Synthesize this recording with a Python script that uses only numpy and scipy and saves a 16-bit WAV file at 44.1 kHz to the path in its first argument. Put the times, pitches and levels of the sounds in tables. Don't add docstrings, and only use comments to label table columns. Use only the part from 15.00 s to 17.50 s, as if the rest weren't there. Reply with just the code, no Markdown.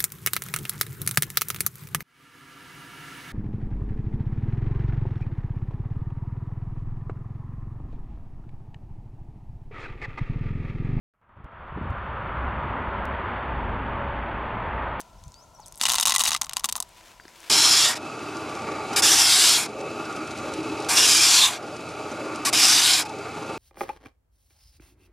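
import sys
import numpy as np
from scipy import signal
from scipy.fft import rfft, irfft
from scipy.io import wavfile
from scipy.ndimage import uniform_filter1d

SR = 44100
rng = np.random.default_rng(int(sys.argv[2]) if len(sys.argv) > 2 else 0)


def materialize(psi):
    bounded = np.clip(np.atleast_2d(psi).T, -1, 1)
    quanta = np.round(bounded * 32767).astype(np.int16)
    wavfile.write(sys.argv[1], SR, quanta)


def gain_from_db(level_db):
    decades = np.asarray(level_db, float) / 20
    return 10 ** decades


N = 110161

# (frequency [Hz], level [dB per Hz])
DRONE_COLOUR = [(150, -12.5), (450, -20.5), (660, -10), (830, -14.5), (1000, -5), (1180, -25.5),
                (1350, -12.5), (1800, -47.5)]
# (time [s], level [dB])
WIND_LEVEL = [(0, -67), (.17, -51), (.23, -53), (.27, -43.5), (.31, -58), (.63, -62), (.67, -54.5),
              (.75, -61.5), (1.28, -55.5), (2.5, -69.5)]
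# (time [s], level [dB])
RUB_LEVEL = [(0, -61.5), (.4, -73.5), (.7, -70), (1.86, -61), (1.99, -54), (2.11, -53.5), (2.17, -61),
             (2.42, -52.5), (2.46, -47.5), (2.5, -46.5)]
# (frequency [Hz], level [dB per Hz])
RUB_COLOUR = [(300, 0), (700, -4), (2500, -1), (6700, -7.5), (16000, -18.5)]
# (time [s], level [dB], pitch [Hz], time to fall 60 dB [s])
SHELL_TAPS = [
    (.597, -45, 890, 0.082),
    (1.891, -45.5, 9200, 0.0096),
    (2.199, -39.5, 1820, 0.023),
    (2.254, -45.5, 352, 0.031),
    (2.253, -46, 1550, 0.025),
    (2.254, -47.5, 4500, .02),
    (2.281, -44, 5770, .01),
    (2.281, -46.5, 1780, 0.045),
    (2.404, -38.5, 7950, 0.0094),
]
# (time [s], level [dB], centre frequency [Hz])
PALM_CLICKS = [(0.0041, -27, 8800), (0.0123, -31.5, 8300), (0.015, -62, 8100.0), (0.0188, -41, 6450),
               (0.2383, -38.5, 5700), (0.2803, -41.5, 7900), (0.3197, -41.5, 6450), (0.3421, -37, 5700),
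               (0.55, -51, 10000), (0.602, -44, 8460), (0.686, -46, 9500), (0.713, -53, 8000),
               (0.769, -41, 6500), (0.7878, -44, 9000), (0.66, -36, 7200), (0.665, -35.5, 7940),
               (0.672, -44.5, 8460), (0.6752, -39, 9100), (0.6816, -35.5, 8600), (0.7237, -33, 9200),
               (0.742, -43, 6500.0), (0.7476, -40.0, 5700.0), (0.7567, -35.5, 9200), (0.7758, -33, 8100.0),
               (0.782, -37, 10400)]
# (time [s], level [dB])
POUR_KNOCKS = [(0.7978, -32), (0.8039, -28), (0.8068, -31), (0.8233, -24), (0.8315, -30), (0.846, -33),
               (0.8764, -31), (0.8823, -19), (0.9104, -15), (0.9158, -20), (0.9255, -16.5), (0.9585, -13),
               (0.9692, -25), (0.9769, -22.5), (0.9887, -17.5), (1.0203, -27), (1.0238, -22), (1.036, -34),
               (1.0452, -35), (1.0663, -24), (1.0905, -18), (1.1002, -18), (1.1108, -24), (1.1139, -23),
               (1.1372, -33), (1.1394, -15.5), (1.1471, -18.5), (1.188, -27), (1.1916, -24), (1.2002, -18),
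               (1.2249, -24), (1.227, -27), (1.2434, -18.5), (1.2498, -18.5), (1.2929, -15.5), (1.323, -22),
               (1.3257, -24), (1.3303, -15.5), (1.343, -17.5), (1.3631, -17.5), (1.374, -29)]
# (time [s], level [dB], centre frequency [Hz], bowl boom [dB])
POUR_FIRST_HALF = [(0.8129, -6.5, 5700, -23), (0.8253, -16.5, 5740, -24), (0.8337, -14.5, 8000, -11),
                   (0.8368, -9, 5100, -14.5), (0.854, -6, 4970, -16), (0.8642, -10.5, 4800, -25),
                   (0.8688, -14, 5300, -15), (0.8857, -12.5, 5560, -11), (0.8886, -14.5, 6500, -14),
                   (0.8951, -9, 6500, -19), (0.9007, -8.5, 5500, -14), (0.9188, -9.5, 7700, -11),
                   (0.9348, -11, 5900, -12), (0.943, -11, 6100, -8.5), (0.954, -10.5, 6600, -23),
                   (0.9836, -7, 5060, -11.5), (0.9986, -9, 6560, -16.5), (1.0096, -10, 7840, -17),
                   (1.0275, -9.5, 5730, -13.5), (1.0314, -11.5, 6500, -15.5), (1.0545, -6, 6100, -14.5),
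                   (1.0605, -9, 5940, -13.5), (1.0716, -6.5, 7500, -10.5), (1.077, -11, 5400, -16),
                   (1.0815, -9, 5260, -13)]
# (time [s], level [dB], centre frequency [Hz], bowl boom [dB])
POUR_SECOND_HALF = [(1.095, -9, 6300, -11), (1.1062, -11, 4900, -12), (1.1213, -6.5, 5300, -14.5),
                    (1.1423, -14, 6600, -13), (1.15, -10.5, 6000, -10), (1.1611, -5.5, 5240, -12),
                    (1.182, -12, 6960, -13), (1.1942, -9.5, 7700, -17), (1.2018, -13.5, 7500, -12),
                    (1.2055, -7.5, 5100, -14.5), (1.2099, -7.5, 4840, -23), (1.218, -15.5, 8400, -6.5),
                    (1.2371, -8.5, 7700, -17), (1.2525, -14.5, 4600, -14), (1.2551, -9.5, 6050, -17),
                    (1.2622, -12.5, 4360, -17), (1.2699, -16, 6800, -13.5), (1.2753, -11, 6200, -16),
                    (1.2785, -11.5, 4800, -13.5), (1.2829, -11, 7040, -35), (1.288, -13.5, 5650, -21),
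                    (1.3064, -15, 5450, -12), (1.3175, -10.5, 4970, -13), (1.3322, -16.5, 4640, -7),
                    (1.3482, -10, 3870, -8.5)]
# (time [s], level [dB], centre frequency [Hz], bowl boom [dB])
LAST_BEADS = [(1.414, -13.5, 6160, -10.5), (1.4177, -8, 4900, -20), (1.4272, -36, 4800, -6),
              (1.4321, -26.5, 8100, -4), (1.4422, -29, 5300, -14), (1.4456, -24, 6200, -12),
              (1.4578, -39, 7800, -6), (1.4673, -31, 5700, -7), (1.4944, -20, 5840, -18),
              (1.5083, -42, 3500, -3), (1.5112, -33, 4000, -4), (1.5243, -34, 4100, -11),
              (1.5336, -19, 6200, -18), (1.5632, -29, 5700, -8), (1.5682, -8.5, 5360, -14),
              (1.579, -26.5, 5900, -20), (1.5823, -31.5, 4600, -5), (1.5949, -27.5, 5670, -13),
              (1.5976, -27, 6900, -21), (1.607, -35, 4500, -5), (1.6371, -29.5, 6500, -5),
              (1.6428, -9, 6850, -11), (1.6472, -11, 6660, -25), (1.6533, -21, 6800, -27),
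              (1.6568, -14.5, 6960, -15), (1.6885, -17.5, 5670, -10), (1.6928, -17.5, 6400, -25),
              (1.697, -20, 6200, -22), (1.7131, -37, 6300, -7), (1.725, -11.5, 7000, -25),
              (1.7544, -18.5, 5600, -8.5), (1.7628, -18.5, 9800, -7.5), (1.7672, -24, 8500, -18),
              (1.7773, -32, 10500, -6), (1.7807, -33, 5470, -2), (1.8023, -11.5, 8700, -15.5),
              (1.8251, -20, 8000, -15.5)]
# (frequency [Hz], level [dB])
BRIGHT_TONES = [(2010, 8), (2910, 4), (3810, 5.5), (4580, -2.5), (5190, -3), (6320, 0), (8080, -1.5),
                (9220, -1), (10900, -3), (12700, -5), (14800, -7)]
# (frequency [Hz], level [dB])
LOW_TONES = [(760, -9.5), (900, -3.5), (1070, 2.5), (1260, -4.5)]
# (time [s], length [s], start pitch [Hz], end pitch [Hz], bend [over 1 glides late, under 1 early])
BIRD_NOTES = [
    (.184, .014, 5700, 5450, 1),
    (.244, .02, 5500, 6300, .6),
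    (.337, .105, 4550, 6900, 2.4),
    (.543, .03, 6050, 5450, .8),
    (.573, .007, 5500, 6600, 1.5),
    (.597, .063, 7200, 3000, .8),
    (.661, .036, 4700, 6350, .5),
    (2.2, .035, 4800, 4700, 1),
]

RING_T60_S, BOOM_T60_S, SPRAY_T60_S = 0.021, 0.028, 0.019
CRACK_S, BOOM_RISE_S = 0.00055, 0.00059
RING_SCATTER_DB, RING_DETUNE = 6.5, 0.03
CRACK_DB, SPRAY_DB, TICK_DB = 4.5, 4.5, 14
WIDE_HZ, BOOM_WIDE = 147000, 0.14
COLOUR_OCT = 0.96


def walk(rate):
    hold = int(SR / rate)
    steps = np.repeat(rng.standard_normal(N // hold + 1), hold)
    return uniform_filter1d(steps, hold)[:N]


def coloured(table, width):
    f = np.fft.rfftfreq(N, 1 / SR) + 1
    hz, db = np.array(table).T
    gain = gain_from_db(np.interp(np.log(f), np.log(hz), db, left=-70, right=-70))
    mid, side = rng.standard_normal((2, N))
    noise = np.array([mid + width * side, mid - width * side])
    sound = irfft(rfft(noise) * gain, N)
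    return sound / sound.std()


def curve(table):
    return gain_from_db(np.interp(np.arange(N) / SR, *np.array(table, float).T))


def add(out, at_s, sound):
    i = int(at_s * SR)
    out[:, i:i + sound.shape[1]] += sound[:, :N - i]


def fade(t, t60):
    return np.exp(-np.log(1000) * t / t60)


def riverbank():
    drone = coloured(DRONE_COLOUR, 0.27) * gain_from_db(-57.5) * gain_from_db(1.2 * walk(6))
    hiss = coloured([(1500, -6), (6500, 0), (17000, -17)], 0.29) * gain_from_db(-65 + walk(12.1))
    wind = coloured([(15, -9), (45, 0), (129, -6), (230, -24)], 0.11)
    gusts = curve(WIND_LEVEL) * gain_from_db(3.5 * walk(54))
    return drone + hiss + wind * gusts


def hands_on_shell():
    grains = gain_from_db(0.94 * walk(60) + 2.4 * walk(600))
    out = coloured(RUB_COLOUR, 0.14) * curve(RUB_LEVEL) * grains
    t = np.arange(2048) / SR
    for at_s, db, hz, t60 in SHELL_TAPS:
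        detune, level_db = rng.standard_normal((2, 5, 1))
        tones = np.sin(2 * np.pi * hz * (1 + 0.12 * detune) * t) * gain_from_db(level_db)
        tap = tones.sum(0) * fade(t, t60) / 2
        add(out, at_s, gain_from_db(db) * np.array([tap, tap]))
    return out


def bowl_boom(t):
    hz, db = np.array(LOW_TONES).T[:, :, None]
    detune, level_db = rng.standard_normal((2, len(hz), 1))
    tones = np.sin(2 * np.pi * hz * (1 + 0.05 * detune) * t)
    tones = tones * gain_from_db(db + 3 * level_db) * fade(t, BOOM_T60_S * 1000 / hz)
    boom = tones.sum(0) * (1 - np.exp(-t / BOOM_RISE_S))
    return boom / np.abs(boom).max(), BOOM_WIDE * detune[0]


def bead(centre_hz, boom_db, octaves, short):
    t = np.arange(1024) / SR

    def near_db(f):
        return -6 * (np.log2(f / centre_hz) / octaves) ** 2

    hz, db = np.repeat(np.array(BRIGHT_TONES, float), 3, axis=0).T
    scatter, detune, longer, lean = rng.standard_normal((4, len(hz), 1))
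    gain = gain_from_db(db + near_db(hz))[:, None] * gain_from_db(RING_SCATTER_DB * scatter)
    tone_hz = hz[:, None]
    t60 = short * RING_T60_S * gain_from_db(1.5 * longer) * (centre_hz / tone_hz) ** 0.2
    tones = np.sin(2 * np.pi * tone_hz * (1 + RING_DETUNE * detune) * t) * fade(t, t60) * gain
    ring_side = (tones * lean * np.sqrt(tone_hz / WIDE_HZ)).sum(0)
    ring = np.array([tones.sum(0), ring_side]) / np.sqrt((gain ** 2).sum() / 2)

    f = np.fft.rfftfreq(len(t), 1 / SR) + 1
    shape = gain_from_db(np.interp(f, hz, np.minimum(db, 2), left=-40, right=-24) + near_db(f))
    burst = gain_from_db(CRACK_DB) * np.exp(-t / CRACK_S) + gain_from_db(SPRAY_DB) * fade(t, short * SPRAY_T60_S)
    spread = np.array([np.ones(len(f)), np.sqrt(f / WIDE_HZ)])
    noise = irfft(rfft(rng.standard_normal((2, len(t)))) * shape * spread)
    mid, side = ring + noise * burst / np.sqrt(np.mean(shape ** 2))

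    tick = np.roll(irfft(shape), 16)
    mid = np.roll(mid, 14) + gain_from_db(TICK_DB) * tick / tick.max()
    peak = np.sqrt(2 * uniform_filter1d(mid ** 2, size=22).max())

    boom, boom_lean = bowl_boom(t)
    mid = mid / peak + gain_from_db(boom_db) * boom
    side = side / peak + boom_lean * gain_from_db(boom_db) * boom
    return np.array([mid + side, mid - side])


def beads():
    out = np.zeros((2, N))
    for at_s, db, hz in PALM_CLICKS:
        add(out, at_s, gain_from_db(db) * bead(hz, boom_db=-43, octaves=0.6, short=0.7))
    knocks = [(at_s, db, 5400, -13) for at_s, db in POUR_KNOCKS]
    strikes = list(POUR_FIRST_HALF) + list(POUR_SECOND_HALF) + knocks + list(LAST_BEADS)
    for at_s, db, hz, boom_db in strikes:
        busy = at_s < LAST_BEADS[0][0]
        add(out, at_s, gain_from_db(db + 0.5) * bead(hz, boom_db, COLOUR_OCT, 1.2 if busy else 0.86))
        for late, weakness in rng.random((2, 2)):
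            weak_db = -17 - 10 * weakness
            if not busy:
                weak_db -= 6
            rattle = gain_from_db(db + weak_db) * bead(hz, boom_db, COLOUR_OCT, 1)
            add(out, at_s + 0.007 * (0.25 + late), rattle)
    thin = signal.sosfilt(signal.butter(3, 633, "high", fs=SR, output="sos"), out)
    hum = signal.lfilter(*signal.iirpeak(230, 8, SR), out)
    return thin + gain_from_db(-24.5) * (out - thin) + gain_from_db(2.5) * hum


def bird():
    out = np.zeros(N)
    for at_s, length_s, from_hz, to_hz, bend in BIRD_NOTES:
        u = np.arange(int(length_s * SR)) / (length_s * SR)
        pitch = from_hz + (to_hz - from_hz) * u ** bend
        note = np.sin(2 * np.pi * np.cumsum(pitch) / SR) * np.sin(np.pi * u) ** 0.15
        softer = at_s > 1 or at_s < 0.3
        out[int(at_s * SR):][:len(u)] += np.sqrt(2) * gain_from_db(-60.5 - 5 * softer) * note
    trees = rng.standard_normal((2, 4096)) * fade(np.arange(4096) / SR, 0.15)
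    trees = trees / np.sqrt((trees[0] ** 2).sum())
    echo = signal.fftconvolve(out[None], trees, axes=1)[:, :N]
    direct = out * gain_from_db(2.5 * walk(300))
    return direct * gain_from_db(np.array([[2.5], [-2.5]])) + gain_from_db(-4) * echo


def scene():
    near = riverbank() + hands_on_shell() + beads()
    return near * gain_from_db(np.array([[1], [-1]])) + bird()


def roll_off(x):
    return signal.sosfilt(signal.butter(12, 16980, fs=SR, output="sos"), x)


def record(dry):
    rounded = np.tanh(1.707 * dry) / 1.609
    top_cut = signal.ellip(8, 0.3, 60, 16000, fs=SR, output="sos")
    finished = signal.sosfilt(top_cut, rounded)
    return roll_off(finished)


dry = scene()
out = record(dry)
materialize(out)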